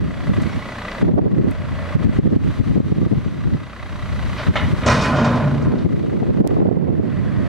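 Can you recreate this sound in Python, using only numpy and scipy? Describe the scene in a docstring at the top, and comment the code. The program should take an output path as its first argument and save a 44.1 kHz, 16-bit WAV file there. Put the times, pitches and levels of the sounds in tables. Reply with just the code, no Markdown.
"""A windy field: a hook-lift truck sets a big steel container down and pulls away.
Its diesel knocks just above idle; the loaded hook arm squeaks, then clanks as the load comes off.
The container slams to the ground and shudders, its wall panels ringing.
Gusts and their short buffets hit the microphone; the strongest drive the recorder's limiter,
so that the engine sinks beneath them and comes back up."""
import sys
import numpy as np
from scipy import signal
from scipy.fft import rfft, irfft
from scipy.io import wavfile
from scipy.ndimage import uniform_filter1d, map_coordinates

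SR = 44100
rng = np.random.default_rng(int(sys.argv[2]) if len(sys.argv) > 2 else 0)


def wav_record(signal):
    """Record a signal, one row per channel, as 16-bit PCM in the file named by sys.argv[1]."""
    frames = np.transpose(np.atleast_2d(signal))
    bounded = np.clip(frames, -1, 1)
    # unit amplitude maps onto the largest positive 16-bit level
    quanta = np.round(bounded * 32767).astype(np.int16)
    wavfile.write(sys.argv[1], SR, quanta)


N = 329868
TIME = np.arange(N) / SR
BINS_HZ = np.fft.rfftfreq(N, 1 / SR)

# Container sheet steel, broad spectrum. Each row: frequency in Hz, density in dB.
STEEL_SPECTRUM = [(20, -41), (45, -15.5), (130, -8), (250, -10), (350, -15.5), (620, -7.5), (800, -12.5),
                  (1450, -10.5), (2700, -22), (5600, -26.5), (10000, -40.5), (14000, -64), (15500, -75)]
# Its modes. Each row: frequency in Hz, width in Hz, lift in dB.
STEEL_MODES = [(88, 22, 5), (142, 12, 9), (238, 14, 10), (455, 25, 4), (602, 45, 7), (901, 35, 4),
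               (1022, 26, 12), (1297, 60, 4), (1437, 30, 6), (1838, 60, 4), (2390, 20, 6), (2481, 35, 10.5),
               (2870, 25, 6), (2945, 40, 6), (3116, 27, 7), (3690, 45, 3), (5356, 20, 6), (5608, 30, 5),
               (6260, 25, 4)]


def amp(db):
    """Decibels to gain."""
    return 10 ** (np.asarray(db) / 20)


def unit(x):
    """Scale to rms 1."""
    return x / np.sqrt(np.mean(x ** 2) + 1e-20)


def curves(rows):
    """Per-sample values of each column after the first, which is time in seconds."""
    times_s, *columns = np.transpose(rows)
    return [np.interp(TIME, times_s, column) for column in columns]


def colour(spectrum, modes=()):
    """Gain per bin: a broad spectrum with resonances on it."""
    hz, db = np.transpose(spectrum)
    broad = amp(np.interp(np.log(BINS_HZ + 1), np.log(hz), db))
    lift = sum((amp(2 * lift_db) - 1) / (1 + (2 * (BINS_HZ - mode_hz) / width_hz) ** 2)
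               for mode_hz, width_hz, lift_db in modes)
    return broad * np.sqrt(np.maximum(1 + lift, .05))


def band(low_hz, high_hz, order=2):
    """Gain per bin: soft band-pass."""
    low_cut = 1 + (low_hz / (BINS_HZ + 1)) ** (2 * order)
    high_cut = 1 + (BINS_HZ / high_hz) ** (2 * order)
    return (low_cut * high_cut) ** -.5


def ripple(depth_db=2.3, from_hz=3000):
    """Gain per bin: steel's crowded treble resonances, at random pitches."""
    bumps = uniform_filter1d(rng.standard_normal(len(BINS_HZ)), size=450)
    bumps = unit(uniform_filter1d(bumps, size=300))
    return unit(amp(depth_db * bumps * band(from_hz, SR)))


def shaped(x, gain):
    """Filter by a gain per bin."""
    return irfft(rfft(x) * gain, N)


def stereo_noise(correlation):
    """Left and right white noise; correlation capped at 0.99."""
    mid, side = rng.standard_normal((2, N))
    c = np.clip(correlation, -.99, .99)
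    return np.sqrt((1 + c) / 2) * mid + np.sqrt((1 - c) / 2) * np.array([side, -side])


def wander(rate_hz):
    """Smooth random drift, rms 1."""
    return unit(shaped(rng.standard_normal(N), np.exp(-(BINS_HZ / rate_hz) ** 2)))


def strike(age):
    """Quick rise and decay; peak of 1 at age 1."""
    return (age * np.exp(1 - age)) ** 2


def swell_db(peak_s, rise_s, fall_s):
    """Rounded swell: 0 dB at the peak, -10 dB one rise before and one fall after."""
    age_s = TIME - peak_s
    return -10 * np.minimum((age_s / np.where(age_s < 0, rise_s, fall_s)) ** 2, 20)


def panned_power(db, pan_db):
    """Left and right power; positive pan is left."""
    return 2 * amp(db) ** 2 / (1 + amp(np.array([[-1], [1]]) * pan_db) ** 2)


def diesel(hum_db=-2.5, ring_db=-1, uneven_db=2.5):
    """Six cylinders: each firing rattles the block and rings its covers, over fan and exhaust."""
    # Each row: time in seconds, then the named value.
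    firing_hz = [(0, 30.7), (.3, 30.7), (.6, 31.4), (.9, 30.42), (1.75, 29.3), (2.8, 29.2), (3.25, 31),
                 (3.9, 30.72), (4.4, 28.6), (6.4, 29.2), (6.75, 33.3), (7.48, 52)]
    level_db = [(0, -43), (.35, -37.5), (.6, -38.5), (.95, -35.5), (1.4, -40), (1.6, -41), (1.9, -36),
                (2.3, -39), (2.55, -40), (2.85, -44), (3.65, -44.5), (4.45, -35), (5.3, -36), (5.75, -45),
                (6.6, -40), (6.95, -43), (7.48, -39.5)]
    knock_db = [(0, -8.5), (.3, -2), (.55, -5), (.8, -1), (1.05, -4), (1.5, -6.5), (2.8, -7), (3.4, -5),
                (3.85, -2), (4.3, -4), (4.7, -6), (5.9, -3.5), (6.25, -3), (6.6, -5), (7.4, -6.5)]
    rumble_hiss_share = [(0, 0.63), (.5, 0.93), (1, 0.62), (1.9, 0.39), (2.7, 1), (3.7, 0.83), (4.4, 1),
                         (6, 0.9), (6.8, 0.32), (7.4, 0.39)]
    load_share = [(0, 1), (1.9, 1), (2.8, 0), (4, 0), (4.35, .6), (5.5, .2), (7.48, .4)]
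    # Two colours: 600 Hz honk; 200 Hz drone with more hiss. Each row: frequency in Hz, density in dB.
    midrange_spectrum = [(20, -21), (62, -10), (100, -18), (230, -5), (350, -16), (590, 3.5), (800, -10),
                         (1150, -11.5), (1950, -14.5), (2450, -15.5), (4400, -31), (10800, -46),
                         (16000, -53)]
    rumble_hiss_spectrum = [(20, -26), (80, -14), (200, 1.5), (420, -11), (640, -11), (900, -13.5),
                            (1200, -9.5), (1600, -13.5), (2100, -15), (3200, -21), (5300, -31), (9700, -38),
                            (16000, -50)]
    # Block resonances per colour. Each row: frequency in Hz, width in Hz, lift in dB.
    midrange_modes = [(600, 300, 2), (1060, 200, 7), (1470, 63, 1), (1520, 300, 6.5), (1847, 270, 6.5),
                      (3370, 90, 5), (4520, 150, 7), (5900, 300, -8.5), (7900, 300, 4)]
    rumble_hiss_modes = [(600, 69, 4.6), (1055, 180, 5.3), (1570, 510, 2.3), (2000, 190, 3.2),
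                         (3850, 120, 4.1), (4290, 930, 3.1), (5860, 130, 4.8)]
    # Ringing covers. Each row: pitch in Hz, dB loaded, dB running free, time to peak in seconds,
    # extra dB on the one hard cylinder when free.
    covers = [(590, -4, -12, .007, 0), (1190, -9, -3.5, .005, 8), (1760, -6, -12, .004, 1),
              (1975, -1, -4, .0065, 0), (2550, -13, -13, .005, 0), (3400, -15, -26, .005, 0),
              (3790, -25, -14.5, .0055, 7), (4450, -16, -21, .006, 0)]
    cylinder_db = [0, .8, -.2, 0, .6, -.7]  # knock offset per cylinder
    harmonics_db = [-6, 1.5, 1.5, -4]  # exhaust hum per multiple of the firing rate

    rate_hz = curves(firing_hz)[0]
    firings = np.cumsum(rate_hz) / SR - .17
    stroke, phase = np.floor(firings).astype(int), firings % 1
    cylinder = stroke % len(cylinder_db)
    jitter_db = .55 * rng.standard_normal(N)[stroke]
    strength = amp(np.array(cylinder_db)[cylinder] + jitter_db + curves(knock_db)[0])
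    knock = strength * unit(strike(phase / .175))
    clatter = shaped(knock * stereo_noise(.99), band(700, 3400, order=1))
    fan = .44 * (rate_hz / 30) ** 1.8 * stereo_noise(.75)  # masks the knock as the revs rise
    bass = shaped(stereo_noise(.99), .77 * band(.99, 670))
    treble = shaped(stereo_noise(.61), .97 * band(2620, 20000, order=1))
    drive = clatter + fan + bass + treble
    rumble_hiss = np.clip(curves(rumble_hiss_share)[0], 0, 1)
    body = 0
    for share, spectrum, modes in ((1 - rumble_hiss, midrange_spectrum, midrange_modes),
                                   (rumble_hiss, rumble_hiss_spectrum, rumble_hiss_modes)):
        block = shaped(drive, colour(spectrum, modes) * np.sqrt(ripple()))
        clatter_rms = np.std(shaped(block, band(1242, 6000, order=8)))
        body += share * block / clatter_rms
    load = curves(load_share)[0]
    for hz, loaded_db, free_db, peak_s, hard_db in covers:
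        tone = np.sin(2 * np.pi * (hz * TIME + rng.random(N)[stroke]))
        cover_db = load * loaded_db + (1 - load) * (free_db + hard_db * (cylinder == 1))
        cover_db += ring_db + uneven_db * rng.standard_normal(N)[stroke]
        body += 2 * strength * amp(cover_db) * tone * strike(phase / rate_hz / peak_s)
    hum = sum(amp(db + 4.6 * wander(6)) * np.sin(2 * np.pi * (k * firings + rng.random()))
              for k, db in enumerate(harmonics_db, 1))
    left, right = amp(curves(level_db)[0]) * (body + amp(hum_db) * hum)
    return np.array([np.roll(left, 1), right])  # cab to the right


def wind(flutter_db=2, flutter_hz=28, eddy_hz=182.17, surge_octaves_per_db=.06, pressure_db=7):
    """Eddies sweep over the microphone: the faster they pass, the higher they sound."""
    # Each row: peak time in seconds, level in dB, rise and fall in seconds, centre in Hz.
    gusts = [(0.01, -18, 0.12, 0.087, 191.2), (0.331, -24, 0.32, 0.29, 190.3),
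             (1.139, -4, 0.086, 0.23, 263.4), (1.68, -23, 0.25, 0.25, 150.7), (2.28, -18, 0.34, .25, 186.3),
             (2.75, -20.5, 0.23, 0.67, 197.1), (3.48, -22.5, 0.17, 0.16, 177),
             (3.95, -29, .17, 0.18, 110.1), (4.2, -21.5, 0.2107, .2, 109.4),
             (4.7, -22.5, 0.21, 0.16, 166.5), (6.25, -14, 0.66, 0.63, 300), (6.75, -7.5, 0.2, 0.33, 306.3),
             (7.351, -14, 0.69, 0.46, 200)]
    # Each row: time in seconds, level in dB, length in seconds, centre in Hz, left minus right in dB.
    buffets = [(0.309, -7.5, 0.021, 195.6, -1.5), (0.381, -11, 0.016, 193, -1.5),
               (0.421, -15, 0.012, 260, 3), (0.459, -16.5, 0.022, 191, -14),
               (0.566, -16, 0.023, 175.2, -5.5), (1.032, -4, 0.0093, 199.7, 4.5),
               (1.047, -6, 0.015, 342.5, -1), (1.067, -3.5, 0.0084, 196.7, -0.5),
               (1.09, -1, 0.013, 438.8, -7), (1.141, 1, 0.0075, 260.6, 8), (1.156, 3, 0.0084, 231, 17),
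               (1.188, 2.5, 0.014, 488.3, -12), (1.269, 2, 0.012, 368, -5.5), (1.336, -4, 0.011, 234.5, 5),
               (1.383, -8.5, 0.014, 272, -19), (1.405, -4, 0.019, 240, 1), (1.448, -7.5, 0.011, 233.3, 1),
               (1.475, -10, 0.017, 274.3, -3), (1.497, -15.5, .008, 251.5, 0),
               (1.512, -14, 0.0078, 199.7, -2.5), (1.961, -1.5, 0.0096, 179.7, 0),
               (2.002, -15.5, 0.034, 172.2, 11), (2.063, -3.5, 0.018, 201.6, 5.5),
               (2.095, -7, 0.016, 189.7, -0.5), (2.195, 4, 0.007, 205.8, 4.5),
               (2.265, -4.5, 0.033, 224.9, -4.5), (2.333, -7, 0.022, 279, -0.5),
               (2.368, 3.5, 0.0073, 225.9, -2), (2.441, -12, 0.08, 176.2, -2.5),
               (2.607, -8, .018, 169.4, 6.5), (2.678, -16, .016, 229.8, 0), (2.71, -11, 0.02, 190.1, 3),
               (2.774, -7, 0.02, 242, 4), (2.807, -8, 0.01, 270, 2.5), (2.858, -16, 0.018, 159.6, -5.5),
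               (2.925, -6, 0.0082, 270.2, -0.5), (2.985, -17.5, 0.026, 250.3, 0.5),
               (3.025, -13, 0.027, 241.7, -3.5), (3.067, -9.5, 0.0099, 221.8, 0.5),
               (3.127, -9, 0.014, 250, 6), (3.156, -16.5, .008, 179.3, 0), (3.177, -13, 0.016, 189.9, -0.5),
               (3.265, -17, 0.015, 190.7, 5), (3.453, -15.5, 0.013, 190.4, 2),
               (3.474, -14.5, 0.015, 200.9, 1.5), (3.538, -15, 0.032, 211.2, -0.5),
               (4.245, -18.5, 0.018, 101, 23), (4.28, -20.5, 0.024, 101.1, 20),
               (4.496, -3.5, 0.021, 165.4, 2), (4.66, -15, 0.033, 130.1, 2), (4.735, -11.5, 0.017, 213, 1),
               (5.682, -9, 0.023, 179.9, 3), (5.859, -6, .012, 239, 4.5), (5.945, -10, 0.014, 239.4, 1),
               (6.228, -8, 0.0099, 348.3, 18), (6.304, -7, 0.026, 305.5, 0.5),
               (6.412, 5.5, 0.011, 280, -1.5), (6.451, -2.5, .014, 390, 2), (6.467, -4, 0.009, 400, -7.5),
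               (6.524, -11, 0.023, 325.6, 0), (6.569, -7, 0.0119, 379.6, -1),
               (6.597, -3.5, 0.013, 397.4, 4), (6.622, -3, 0.02, 371.2, -1), (6.658, -5, 0.016, 341, 2),
               (6.687, 0, 0.0078, 321.5, -12), (6.72, -4.5, 0.016, 396, -13), (6.772, -2, 0.011, 290, -5),
               (6.836, -6.5, 0.012, 339.7, -11), (6.951, -12.5, 0.01, 299, -3),
               (6.998, -3, 0.014, 260.3, -2)]
    # Turbulence centred on eddy_hz. Each row: frequency in Hz, density in dB.
    eddy_spectrum = [(15, -21), (55, 2.5), (105, 5), (180, 1), (260, -4), (360, -12.5), (450, -19),
                     (660, -29.5), (1100, -44.5), (2500, -60.5), (6000, -88)]

    swells = [(amp(db + swell_db(peak_s, rise_s, fall_s)) ** 2, hz)
              for peak_s, db, rise_s, fall_s, hz in gusts]
    gust_power = sum(swell for swell, hz in swells)
    lean_db = -6 * np.clip((TIME - 6.2) / .28, 0, 1)  # wind swings to the right
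    power = gust_power * panned_power(flutter_db * wander(flutter_hz), lean_db)
    weighted_hz = power.mean(0) * sum(swell * hz for swell, hz in swells) / gust_power
    for peak_s, db, length_s, hz, pan_db in buffets:
        puff = panned_power(db, pan_db) * 2 ** -np.minimum((2 * (TIME - peak_s) / length_s) ** 2, 60)
        power += puff
        weighted_hz += puff.mean(0) * hz
    centre_hz = weighted_hz / power.mean(0)
    surge_db = 1.5 * wander(110)
    speed = centre_hz / eddy_hz * 2 ** (surge_octaves_per_db * surge_db)  # strong eddies pass faster
    travel = np.cumsum(speed)
    eddies = shaped(stereo_noise(-.65), colour(eddy_spectrum))
    flow = np.array([map_coordinates(side, [travel], order=3, mode="grid-wrap") for side in eddies])
    flow = shaped(flow, band(75, 9000))
    flow_power = uniform_filter1d(uniform_filter1d((flow ** 2).mean(0), size=1300), size=700)
    flow /= np.sqrt(flow_power)  # levelled, so each buffet has its full push
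    rumble = np.sqrt(power) * unit(flow * amp(surge_db))
    slow_pressure = amp(pressure_db) * np.sqrt(gust_power)  # too low to hear
    return rumble + slow_pressure


def struck_steel(blows, steel_gain, build_share=.006):
    """Each blow rings the steel's crowded modes in the band that it reaches."""
    out = np.zeros((2, N))
    spectrum = rfft(stereo_noise(.92)) * steel_gain
    for start_s, db, low_hz, high_hz, tilt_db, t60_s in blows:
        hardness = band(low_hz, high_hz, order=6) * amp(tilt_db * np.log2(BINS_HZ + 1))
        ring = np.roll(unit(irfft(spectrum * hardness, N)), rng.integers(N), axis=1)
        first = int(start_s * SR)
        age_s = TIME[:min(SR, N - first)]
        attack = 1 - np.exp(-age_s / (.0004 + build_share * t60_s))
        envelope = attack * amp(db - 60 * age_s / t60_s)
        out[:, first:first + len(age_s)] += envelope * ring[:, :len(age_s)]
    return out


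def container_blows():
    """The sheet-steel box clanks, then slams to the ground."""
    # Each row: start in seconds, level in dB, low and high edge in Hz, tilt in dB per octave,
    # t60 in seconds.
    blows = [(0.416, -44, 4000, 15000, 10, 0.089), (0.884, -32, 1400, 3600, 4, .07),
             (0.913, -37.5, 2800, 5600, -2, 0.078), (4.376, -29, 1010, 4634, 3, 0.41),
             (4.465, -28.5, 699.3, 4060, 1, .15), (4.831, -24.5, 400.3, 3496, 2.5, 0.21),
             (4.828, -22, 49.6, 250, -2, 0.27), (4.860, -9, 80.5, 700, -2, 0.26),
             (4.861, -25.5, 6100, 7280, -4, 0.13), (4.872, -28, 5220, 6240, 0, .1),
             (4.897, -23, 5100, 6300, 0, 0.089), (4.864, -39.5, 7960, 14500, -8, 0.78),
             (4.88, -48.5, 10400, 14500, 9, 0.51), (4.860, -17, 45, 5500, -4.5, 0.78),
             (4.874, -13, 297.5, 6500, 1, 0.68), (4.863, -18.5, 404, 4200, 4, 0.16),
             (4.884, -12.5, 400, 2700, 1, 0.23), (5.009, -28.5, 2460, 6370, 8, 0.32),
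             (5.035, -22.5, 1444, 13700, -4, 0.5), (5.015, -47, 10000, 14000, -1, 0.39),
             (5.13, -18.5, 400, 1600, -3, 0.13), (5.155, -33.5, 2523, 7580, -2.5, 1),
             (5.185, -19.5, 397, 1607, -2, .12), (5.244, -25.5, 1485, 8000, 0, 0.18),
             (5.356, -36, 2000, 12800, -3, 0.17), (5.358, -19, 480.6, 760, -2, 0.19),
             (5.433, -25, 400, 1100, -3, .12), (5.62, -50, 4040, 7000, 7, 0.14),
             (5.78, -47, 3020, 6005, -4, 0.22)]
    return struck_steel(blows, colour(STEEL_SPECTRUM, STEEL_MODES) * ripple())


def pivot_squeaks():
    """The loaded arm's dry pivots sing briefly on a rough, wavering pitch."""
    # Each row: centre time in seconds, length in seconds, pitch in Hz, level in dB.
    squeaks = [(.51, .15, 2215, -44), (.64, .07, 2240, -46), (.56, .2, 4440, -58), (.528, .045, 5555, -53),
               (.63, .07, 5560, -63)]
    warped_s = np.cumsum(1 + .007 * wander(120)) / SR
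    out = np.zeros(N)
    for centre_s, length_s, hz, db in squeaks:
        envelope = amp(db) * np.exp(-(2 * (TIME - centre_s) / length_s) ** 4)
        out += envelope * np.sin(2 * np.pi * hz * warped_s)
    return out


def ticks():
    """Tiny sharp snaps within the gusts."""
    # Each row: time in seconds, unfiltered level in dB, left share 0-1, low and high edge in Hz.
    snaps = [(1.155, -16, 0.6, 3000, 14340), (1.186, -3, 0.4, 910, 5000), (1.512, -10.5, 0.47, 7983, 10110),
             (6.405, -17.5, 0.07, 2987, 13970), (6.475, 5, 0, 502, 11570)]
    out = np.zeros((2, N))
    for time_s, db, left, low_hz, high_hz in snaps:
        snap = shaped(signal.unit_impulse(N, int(time_s * SR)), band(low_hz, high_hz, order=4))
        out += amp(db) * np.outer([left, 1 - left], snap)
    return out


def container_shudder(rattle_db_per_boom_db=1.9):
    """The empty box booms while its doors and latches chatter against the walls."""
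    # Each row: peak time in seconds, boom in dB, rattle in dB, rise and fall in seconds.
    shudders = [(4.41, -47, -31, 0.068, 0.055), (4.651, -30.5, -36.5, 0.27, 0.2),
                (4.89, -18.5, -28, 0.057, 0.24), (5.041, -28, -28, 0.14, 0.076),
                (5.21, -18, -21.5, 0.28, 0.39), (5.65, -24, -35.5, 0.68, 0.26)]
    steel_gain = colour(STEEL_SPECTRUM, STEEL_MODES)
    boom = unit(shaped(stereo_noise(.92), steel_gain * band(25, 318, order=3)))
    rattle = unit(shaped(stereo_noise(.99), steel_gain * band(320, 1420)))
    rattle = unit(rattle * amp(2 * wander(90)))
    boom_power = rattle_power = 0
    for peak_s, boom_db, rattle_db, rise_s, fall_s in shudders:
        shake_db = swell_db(peak_s, rise_s, fall_s)
        boom_power += amp(boom_db + shake_db) ** 2
        rattle_power += amp(rattle_db + rattle_db_per_boom_db * shake_db) ** 2
    return np.sqrt(boom_power) * boom + np.sqrt(rattle_power) * rattle


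def hook_clank():
    """The hook arm cracks and rings as the load comes off."""
    # Each row: start in seconds, level in dB, low and high edge in Hz, tilt in dB per octave,
    # t60 in seconds.
    blows = [(4.5555, -15, 470, 4100, 1.1, 0.081), (4.557, -19.5, 557, 3900, 0.13, 0.4),
             (4.563, -25, 2870, 4150, 0, 0.13), (4.557, -44, 5400, 7800, 0, .13)]
    # The arm's steel. Each row: frequency in Hz, density in dB.
    arm_spectrum = [(20, -30), (500, 1), (1200, -0.5), (2000, 0), (2600, -5), (4200, -13), (4600, -19),
                    (5800, -13), (7500, -18), (15000, -50)]
    # Each row: frequency in Hz, width in Hz, lift in dB.
    arm_modes = [(610, 60, 8), (1010, 50, 4), (1330, 45, 8), (1620, 130, -12), (1790, 35, 10),
                 (1930, 35, 7), (2140, 35, 9), (2700, 200, -8), (2900, 40, 10), (3080, 40, 9),
                 (3650, 40, 10), (4250, 50, 9), (5870, 60, 7), (6980, 60, 8), (7240, 60, 8)]
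    return struck_steel(blows, colour(arm_spectrum, arm_modes))


def wall_panels(waver_db=.5):
    """The big panels ring on nearly pure notes that waver as the box rocks."""
    # Each row: pitch in Hz, peak time in seconds, rms level in dB, rise and fall in seconds.
    notes = [(66, 4.865, -23, .035, .06), (113, 4.905, -22, .04, .06), (82, 5.04, -27, .05, .06),
             (122, 5.42, -26, .22, .22), (142, 5.56, -22, .33, .19), (236, 5.24, -23.5, .2, .17),
             (601, 5.3, -33, .25, .2), (1022, 5.2, -34.5, .2, .25)]
    warped_s = np.cumsum(1 + .007 * wander(20)) / SR
    out = np.zeros(N)
    for hz, peak_s, db, rise_s, fall_s in notes:
        envelope = 2 ** .5 * amp(db + waver_db * wander(20) + swell_db(peak_s, rise_s, fall_s))
        out += envelope * np.sin(2 * np.pi * (hz * warped_s + rng.random()))
    return out


def limiter_gain(x, threshold_db=-10, ratio=19, recovery_db_per_s=130.5, detect_s=.0018):
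    """Gain drops fast when power passes the threshold and recovers at a steady rate."""
    pole = np.exp(-1 / (detect_s * SR))
    power = (x ** 2).mean(0)
    detected = signal.lfilter([1 - pole], [1, -pole], power, zi=[pole * power[0]])[0]
    cut_db = np.maximum(10 * np.log10(detected + 1e-12) - threshold_db, 0) * (1 - 1 / ratio)
    recovery_db = recovery_db_per_s * TIME
    held_db = np.maximum.accumulate(cut_db + recovery_db) - recovery_db
    return amp(-uniform_filter1d(held_db, size=200))


def scene():
    """Truck and container a few metres off in open air, wind right on the microphone."""
    steel = container_blows() + container_shudder() + wall_panels() + hook_clank()
    truck = amp([[.1], [-.1]]) * diesel() + pivot_squeaks()
    return truck + amp([[-.4], [.4]]) * steel + wind() + ticks()


def record(dry, low_cut_hz=17, cutoff_hz=15800):
    """Low cut, limiter, clip, low-pass; the limiter senses the wind's pressure ahead of the low cut."""
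    highpass = signal.butter(2, low_cut_hz, "high", fs=SR, output="sos")
    audible = signal.sosfiltfilt(highpass, dry, padtype="even", padlen=SR // 4)
    fade = np.clip(np.minimum(TIME, TIME[::-1]) / .004, 0, 1)
    clipped = np.clip(fade * audible * limiter_gain(dry), -1, 1)
    lowpass = signal.firwin(511, cutoff_hz, window=("kaiser", 9), fs=SR)
    return signal.oaconvolve(clipped, lowpass[None], "same")


dry = scene()
out = record(dry)
wav_record(out)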